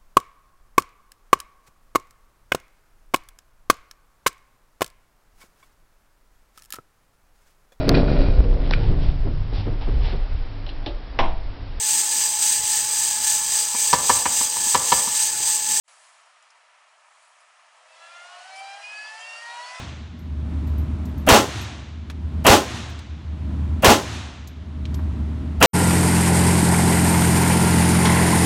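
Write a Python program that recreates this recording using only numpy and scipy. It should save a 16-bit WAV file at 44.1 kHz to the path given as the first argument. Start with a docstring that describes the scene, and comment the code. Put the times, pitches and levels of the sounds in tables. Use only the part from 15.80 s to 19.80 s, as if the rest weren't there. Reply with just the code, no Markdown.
"""Inside a supercharged four-cylinder car, heard through a small microphone with almost no bass.
It opens abruptly on two seconds of cruising: tyre noise, a hiss that comes and goes, ticks of trim.
Then the throttle opens, the intake roars and the blower's whine climbs with the revs, its partials
swelling and fading as they sweep through the cabin's resonances. On the way up the engine booms
and small bumps rattle the trim."""
import sys
import numpy as np
from scipy import signal
from scipy.fft import rfft, irfft
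from scipy.io import wavfile

SR = 44100
rng = np.random.default_rng(int(sys.argv[2]) if len(sys.argv) > 2 else 0)


def store_pcm(level_fs):
    """Save levels as 16-bit WAV."""
    pcm = np.round(np.clip(level_fs, -1, 1) * 32767).astype(np.int16)
    wavfile.write(sys.argv[1], SR, np.atleast_2d(pcm).T)


N = 176400
T = np.arange(N) / SR


def from_db(db):
    """Decibels to gain."""
    return 10 ** (np.asarray(db) / 20)


def rms_one(x):
    """Scale to unit rms."""
    return x / np.sqrt(np.mean(x ** 2) + 1e-20)


def in_time(rows):
    """An automation curve, read at every sample."""
    return np.interp(T, *np.transpose(rows))


def at_hz(points, hz):
    """An EQ curve in dB, read on a log-frequency axis."""
    known, db = np.transpose(points)
    return np.interp(np.log(np.maximum(hz, 1)), np.log(known), db)


def drift(rate_hz):
    """A smooth random modulator, rms about 1."""
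    hop, settle = 40, 2000
    pole = np.exp(-2 * np.pi * hop * rate_hz / SR)
    white = rng.standard_normal(N // hop + settle + 2)
    slow = signal.lfilter([1], [1, -2 * pole, pole * pole], white)[settle:]
    return np.interp(np.arange(N) / hop, np.arange(len(slow)), rms_one(slow))


def resonate(x, hz, width_hz):
    """A resonance with gain 1 at its peak."""
    r = np.exp(-np.pi * width_hz / SR)
    feedback = [1, -2 * r * np.cos(2 * np.pi * hz / SR), r * r]
    return signal.lfilter(np.array([1, 0, -1]) * (1 - r * r) / 2, feedback, x)


def cabin_noise(spectrum, bands=14):
    """Coloured noise with fine peaks and dips from the cabin's dense modes; its bands flicker; rms 1."""
    ripple_db, ripple_width_hz, flicker_db = 1.95, 59, 1.0
    hz = np.arange(N // 2 + 1) * SR / N
    peaks = rng.standard_normal(1000)
    ripple = np.interp(hz / ripple_width_hz, np.arange(len(peaks)), peaks) * np.clip(hz / 2500, 0, 1)
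    coloured = rfft(rng.standard_normal(N)) * from_db(at_hz(spectrum, hz) + ripple_db * ripple)
    band_of_bin = np.searchsorted(np.geomspace(400, 9000, bands - 1), hz)
    layers = (irfft(coloured * (band_of_bin == k), N) for k in range(bands))
    return rms_one(sum(layer * from_db(flicker_db * drift(rate_hz=23)) for layer in layers))


def partial(phase, depth, rate_hz):
    """A sine that starts anywhere in its cycle and wavers in level and phase; rms 1."""
    waver = 1 + depth * (drift(rate_hz) + 1j * drift(rate_hz))
    tone = np.exp(1j * (phase + 2 * np.pi * rng.random()))
    return rms_one((waver * tone).real)


def road():
    """The bed: steady tyre noise and a faint cabin hum under an airy hiss that comes and goes."""
    # colours of tyre noise and hiss (frequency [Hz], relative level [dB])
    tyre_colour = [(30, -75), (150, -84), (230, -33), (300, -29), (345, -48.5), (400, -17), (500, -17.5),
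                   (610, 0.5), (800, -4), (930, 4), (1300, 4.5), (1520, -2), (1800, -1.5), (2450, -4),
                   (3150, -11), (3600, -13.5), (6000, -36.5), (11000, -31)]
    hiss_colour = [(150, -58), (500, -21), (2000, -16.5), (4000, 2.5), (5800, 0.5), (7000, 5), (9000, 3.5),
                   (11000, 0.5)]
    # swells of the hiss (time [s], level [dB])
    hiss_level = [(0, -56), (.25, -57), (.45, -64.5), (.6, -74.5), (1.1, -71), (1.3, -66.5), (1.44, -61.5),
                  (1.55, -65.5), (1.85, -70), (4, -60.5)]
    hum_hz = 314
    hum = from_db(-99) * partial(2 * np.pi * hum_hz * T, depth=0.27, rate_hz=11)
    tyres = from_db(-59) * cabin_noise(tyre_colour)
    hiss = from_db(in_time(hiss_level)) * cabin_noise(hiss_colour)
    return tyres + hiss + hum


def trim_rattle():
    """Each bump sets off a click or a short dying rattle of the trim, with one loose part ringing along."""
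    # bumps (time [s], rattle level [dB], time to fall 20 dB [s], ring [Hz], ring over rattle [dB])
    bumps = [(0.6253, -56.5, 0.0075, 7200, 2), (0.634, -66, .06, 5960, -5), (0.704, -61.5, 0.012, 5150, 6),
             (0.706, -64, 0.014, 6600, 3), (1.604, -61, 0.035, 9500, -6), (2.759, -46.5, 0.078, 5230, -6),
             (2.791, -54.5, 0.022, 10000, 4.5), (3.403, -55, 0.1, 7200, 0)]
    # the trim's resonances (frequency [Hz], width [Hz], relative level [dB])
    trim_modes = [(3230, 410, 7), (5150, 530, 10.5), (6700, 7800, -4), (7200, 180, 8.5), (9230, 810, 1.5)]
    chatter = rng.standard_normal(N)
    rattle = rms_one(sum(from_db(db) * resonate(chatter, hz, width) for hz, width, db in trim_modes))
    out = 0
    for start, db, decay_s, ring_hz, ring_db in bumps:
        ring = from_db(ring_db) * rms_one(resonate(rng.standard_normal(N), ring_hz, width_hz=320))
        envelope = (T >= start) * from_db(db - 20 * np.maximum(T - start, 0) / decay_s)
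        out += envelope * (rattle + ring)
    low_cut = signal.butter(2, 1800, "high", fs=SR, output="sos")  # the clicks and rattles carry no bass
    return signal.sosfilt(low_cut, out)


def engine(cycle_hz, cycle_phase):
    """Orders of the four-stroke cycle; every fourth is a firing order and stands out, and two boom."""
    # swell of the engine note (time [s], gain [dB])
    swell = [(0, -33), (1.6, -30), (1.9, -18.5), (2.07, -15.5), (2.5, -6), (3.2, -6), (4, 0.5)]
    # its colour in the cabin (frequency [Hz], gain [dB])
    colour = [(110, -55), (240, -38), (315, -28), (430, -26), (530, -11.5), (620, 2.5), (720, -10.5),
              (820, -6), (950, -2), (1100, -3), (1500, -7.5), (2500, -19)]
    # the two firing orders that boom in the cabin as the revs rise (time [s], level [dB])
    boom_20 = [(1.8, -100), (2.07, -70), (2.35, -67), (2.66, -68), (2.72, -53.5), (3.05, -61), (3.4, -52),
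               (3.65, -63), (3.73, -45.5), (3.82, -73)]
    boom_24 = [(1.8, -89), (2.1, -61.5), (2.35, -58), (2.58, -49), (2.72, -59.5), (3.2, -72), (3.68, -60),
               (3.75, -64), (3.81, -66)]
    booms = {20: boom_20, 24: boom_24}
    firing_trim_db, between_trim_db = -55, -66.5
    out = 0
    for order in range(4, 49):
        phase = order * cycle_phase
        if order in booms:
            out += from_db(in_time(booms[order])) * partial(phase, depth=0.2, rate_hz=2.4)
        else:
            trim_db = firing_trim_db if order % 4 == 0 else between_trim_db
            db = in_time(swell) + trim_db + at_hz(colour, order * cycle_hz)
            out += from_db(db) * partial(phase, depth=0.4, rate_hz=6.6)
    return out


def intake(cycle_phase, load_db):
    """Rushing air that grows with the load and throbs with each cylinder's stroke."""
    # colour of the roar (frequency [Hz], relative level [dB])
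    roar_colour = [(30, -54), (180, -75), (340, -44), (420, -14), (510, -7), (610, 0), (740, 9), (860, 0.5),
                   (960, 4.5), (1120, -9.5), (1320, 7), (1500, -1), (1750, 4.5), (2100, 0.5), (3050, 2),
                   (3600, -5), (4700, -2.5), (7000, -6.5), (9000, -9.5), (11000, -18.5)]
    throb = 1 + 0.034 * np.cos(4 * cycle_phase)
    return from_db(-43.5 + load_db) * throb * cabin_noise(roar_colour)


def supercharger(lobe_phase, load_db):
    """The whine, harmonics of the lobe rate: three lead, weaker ones drift in and out and flare."""
    # the leading harmonics, 2, 4 and 6 (time [s], level [dB])
    second = [(2.0, -82), (2.601, -54.5), (2.82, -41), (2.96, -44.5), (3.04, -53.5), (3.18, -61),
              (3.378, -46), (3.44, -58.5), (3.618, -66), (3.628, -51.5), (3.7, -43.5), (3.785, -37.5),
              (3.93, -44.5), (4, -46)]
    fourth = [(2.0, -71), (2.12, -74), (2.22, -53), (2.28, -54.5), (2.33, -48.5), (2.43, -48),
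              (2.56, -54.5), (2.69, -51.5), (2.74, -59.5), (2.84, -59.5), (2.9, -51), (2.98, -49.5),
              (3.08, -56.5), (3.14, -44.5), (3.2, -41.5), (3.33, -42), (3.39, -49.5), (3.42, -46.5),
              (3.46, -49.5), (3.55, -50), (3.64, -39.5), (3.72, -42.5), (3.76, -58), (3.8, -43),
              (3.87, -48.5), (3.9, -47.5), (3.95, -43), (4, -49)]
    sixth = [(2.0, -72), (2.14, -70), (2.2, -60.5), (2.29, -67), (2.34, -60), (2.42, -50.5), (2.48, -77),
             (2.66, -82), (2.72, -52), (2.8, -43.5), (2.85, -52), (2.9, -45), (2.96, -49), (3.0, -66),
             (3.044, -39.5), (3.22, -42.5), (3.37, -54), (3.44, -43.5), (3.5, -41), (3.58, -44),
             (3.63, -57), (3.7, -63), (3.76, -52), (3.98, -60)]
    # the weaker harmonics (harmonic, level at 0 dB load [dB])
    overtones = [(3, -62.5), (5, -58), (7, -61.5), (8, -62.5), (9, -69.5), (10, -60), (11, -64),
                 (12, -62.5), (13, -66), (14, -66), (16, -68)]
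    # fluttering flares as a harmonic crosses a cabin resonance (start [s], end [s], harmonic, level [dB])
    flares = [(2.093, 2.152, 8, -60.5), (2.157, 2.323, 10, -61), (2.205, 2.3, 5, -56),
              (2.214, 2.295, 8, -55), (2.277, 2.35, 7, -54), (2.3, 2.45, 5, -58.5), (2.36, 2.69, 8, -57),
              (2.473, 2.614, 3, -54), (2.7, 2.765, 11, -55), (2.76, 2.997, 8, -59.5),
              (2.774, 2.897, 12, -59), (2.845, 2.93, 10, -54), (2.88, 2.953, 13, -57),
              (3.03, 3.095, 7, -50), (3.03, 3.155, 12, -53.5), (3.15, 3.3, 10, -58.5),
              (3.153, 3.298, 11, -49.5), (3.24, 3.31, 8, -54.5), (3.374, 3.455, 7, -49.5),
              (3.364, 3.454, 11, -54), (3.444, 3.552, 8, -57), (3.457, 3.61, 12, -57),
              (3.447, 3.673, 10, -55), (3.507, 3.976, 3, -54.5), (3.605, 3.767, 5, -57),
              (3.663, 3.825, 8, -54), (3.664, 3.78, 9, -54.5), (3.763, 4.05, 11, -58), (3.79, 3.92, 9, -49),
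              (3.818, 3.98, 7, -55), (3.863, 4.05, 5, -52), (3.856, 4.05, 10, -56)]
    whine_in_s, whine_fade_s, flare_edge_s = 1.89, 0.11, 0.045
    bypass_shuts_s, bypass_takes_s, load_share = 2, 0.17, 0.59
    whine = 0
    for harmonic, level in (2, second), (4, fourth), (6, sixth):
        whine += from_db(in_time(level)) * partial(harmonic * lobe_phase, depth=0.12, rate_hz=28)
    whine *= np.clip((T - whine_in_s) / whine_fade_s, 0, 1)
    # the weaker harmonics set in as the bypass shuts, then follow part of the load's swing
    boost = np.clip((T - bypass_shuts_s) / bypass_takes_s, 0, 1) * from_db(load_share * load_db)
    for harmonic, db in overtones:
        whine += boost * from_db(db) * partial(harmonic * lobe_phase, depth=1, rate_hz=14.6)
    for start, end, harmonic, db in flares:
        swell = np.clip(np.minimum(T - start, end - T) / flare_edge_s + 0.5, 0, 1)
        whine += from_db(db) * swell * partial(harmonic * lobe_phase, depth=0.35, rate_hz=41)
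    return whine


def scene():
    """One shaft speed drives blower, engine and intake, over the road bed and the rattling trim."""
    # the revs, as the pitch of the blower's lobes (time [s], lobe rate [Hz])
    revs = [(0, 300.0), (1.8, 308.0), (2.0, 318.0), (2.1, 327.8), (2.42, 351.5), (2.52, 363.9),
            (2.6, 366.6), (2.7, 380.9), (2.98, 401.8), (3.12, 419.7), (3.24, 427.2), (3.4, 446.3),
            (3.44, 454.1), (3.58, 461.7), (3.76, 478.9), (3.9, 496.1), (4.0, 507.0)]
    # engine load (time [s], gain [dB])
    load = [(0, -16.5), (1.5, -20), (1.95, -16.5), (2.12, -13.5), (2.25, -8.5), (2.5, -6), (2.95, -4.5),
            (3.2, -3), (3.6, -2.6), (4, 0.5)]
    lobes_per_cycle, speed_jitter = 12.42, 0.0007
    load_db = in_time(load)
    lobe_hz = in_time(revs) * (1 + speed_jitter * drift(rate_hz=37))
    lobe_phase = 2 * np.pi * np.cumsum(lobe_hz) / SR
    cycle_hz, cycle_phase = lobe_hz / lobes_per_cycle, lobe_phase / lobes_per_cycle
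    car = supercharger(lobe_phase, load_db) + engine(cycle_hz, cycle_phase) + intake(cycle_phase, load_db)
    return (car + road() + trim_rattle())[None]


def record(dry):
    """The sound opens abruptly after a faint lead-in, and the top is cut steeply."""
    open_s, lead_in_s, cutoff_hz = 0.079, 0.044, 10900
    lead_in = from_db(-14) * np.clip((T - open_s) / lead_in_s + 1, 0, 1)
    opened = dry * np.where(T < open_s, lead_in, 1)
    high_cut = signal.ellip(12, 0.2, 80, cutoff_hz, fs=SR, output="sos")
    return signal.sosfilt(high_cut, opened)


dry = scene()
out = record(dry)
store_pcm(out)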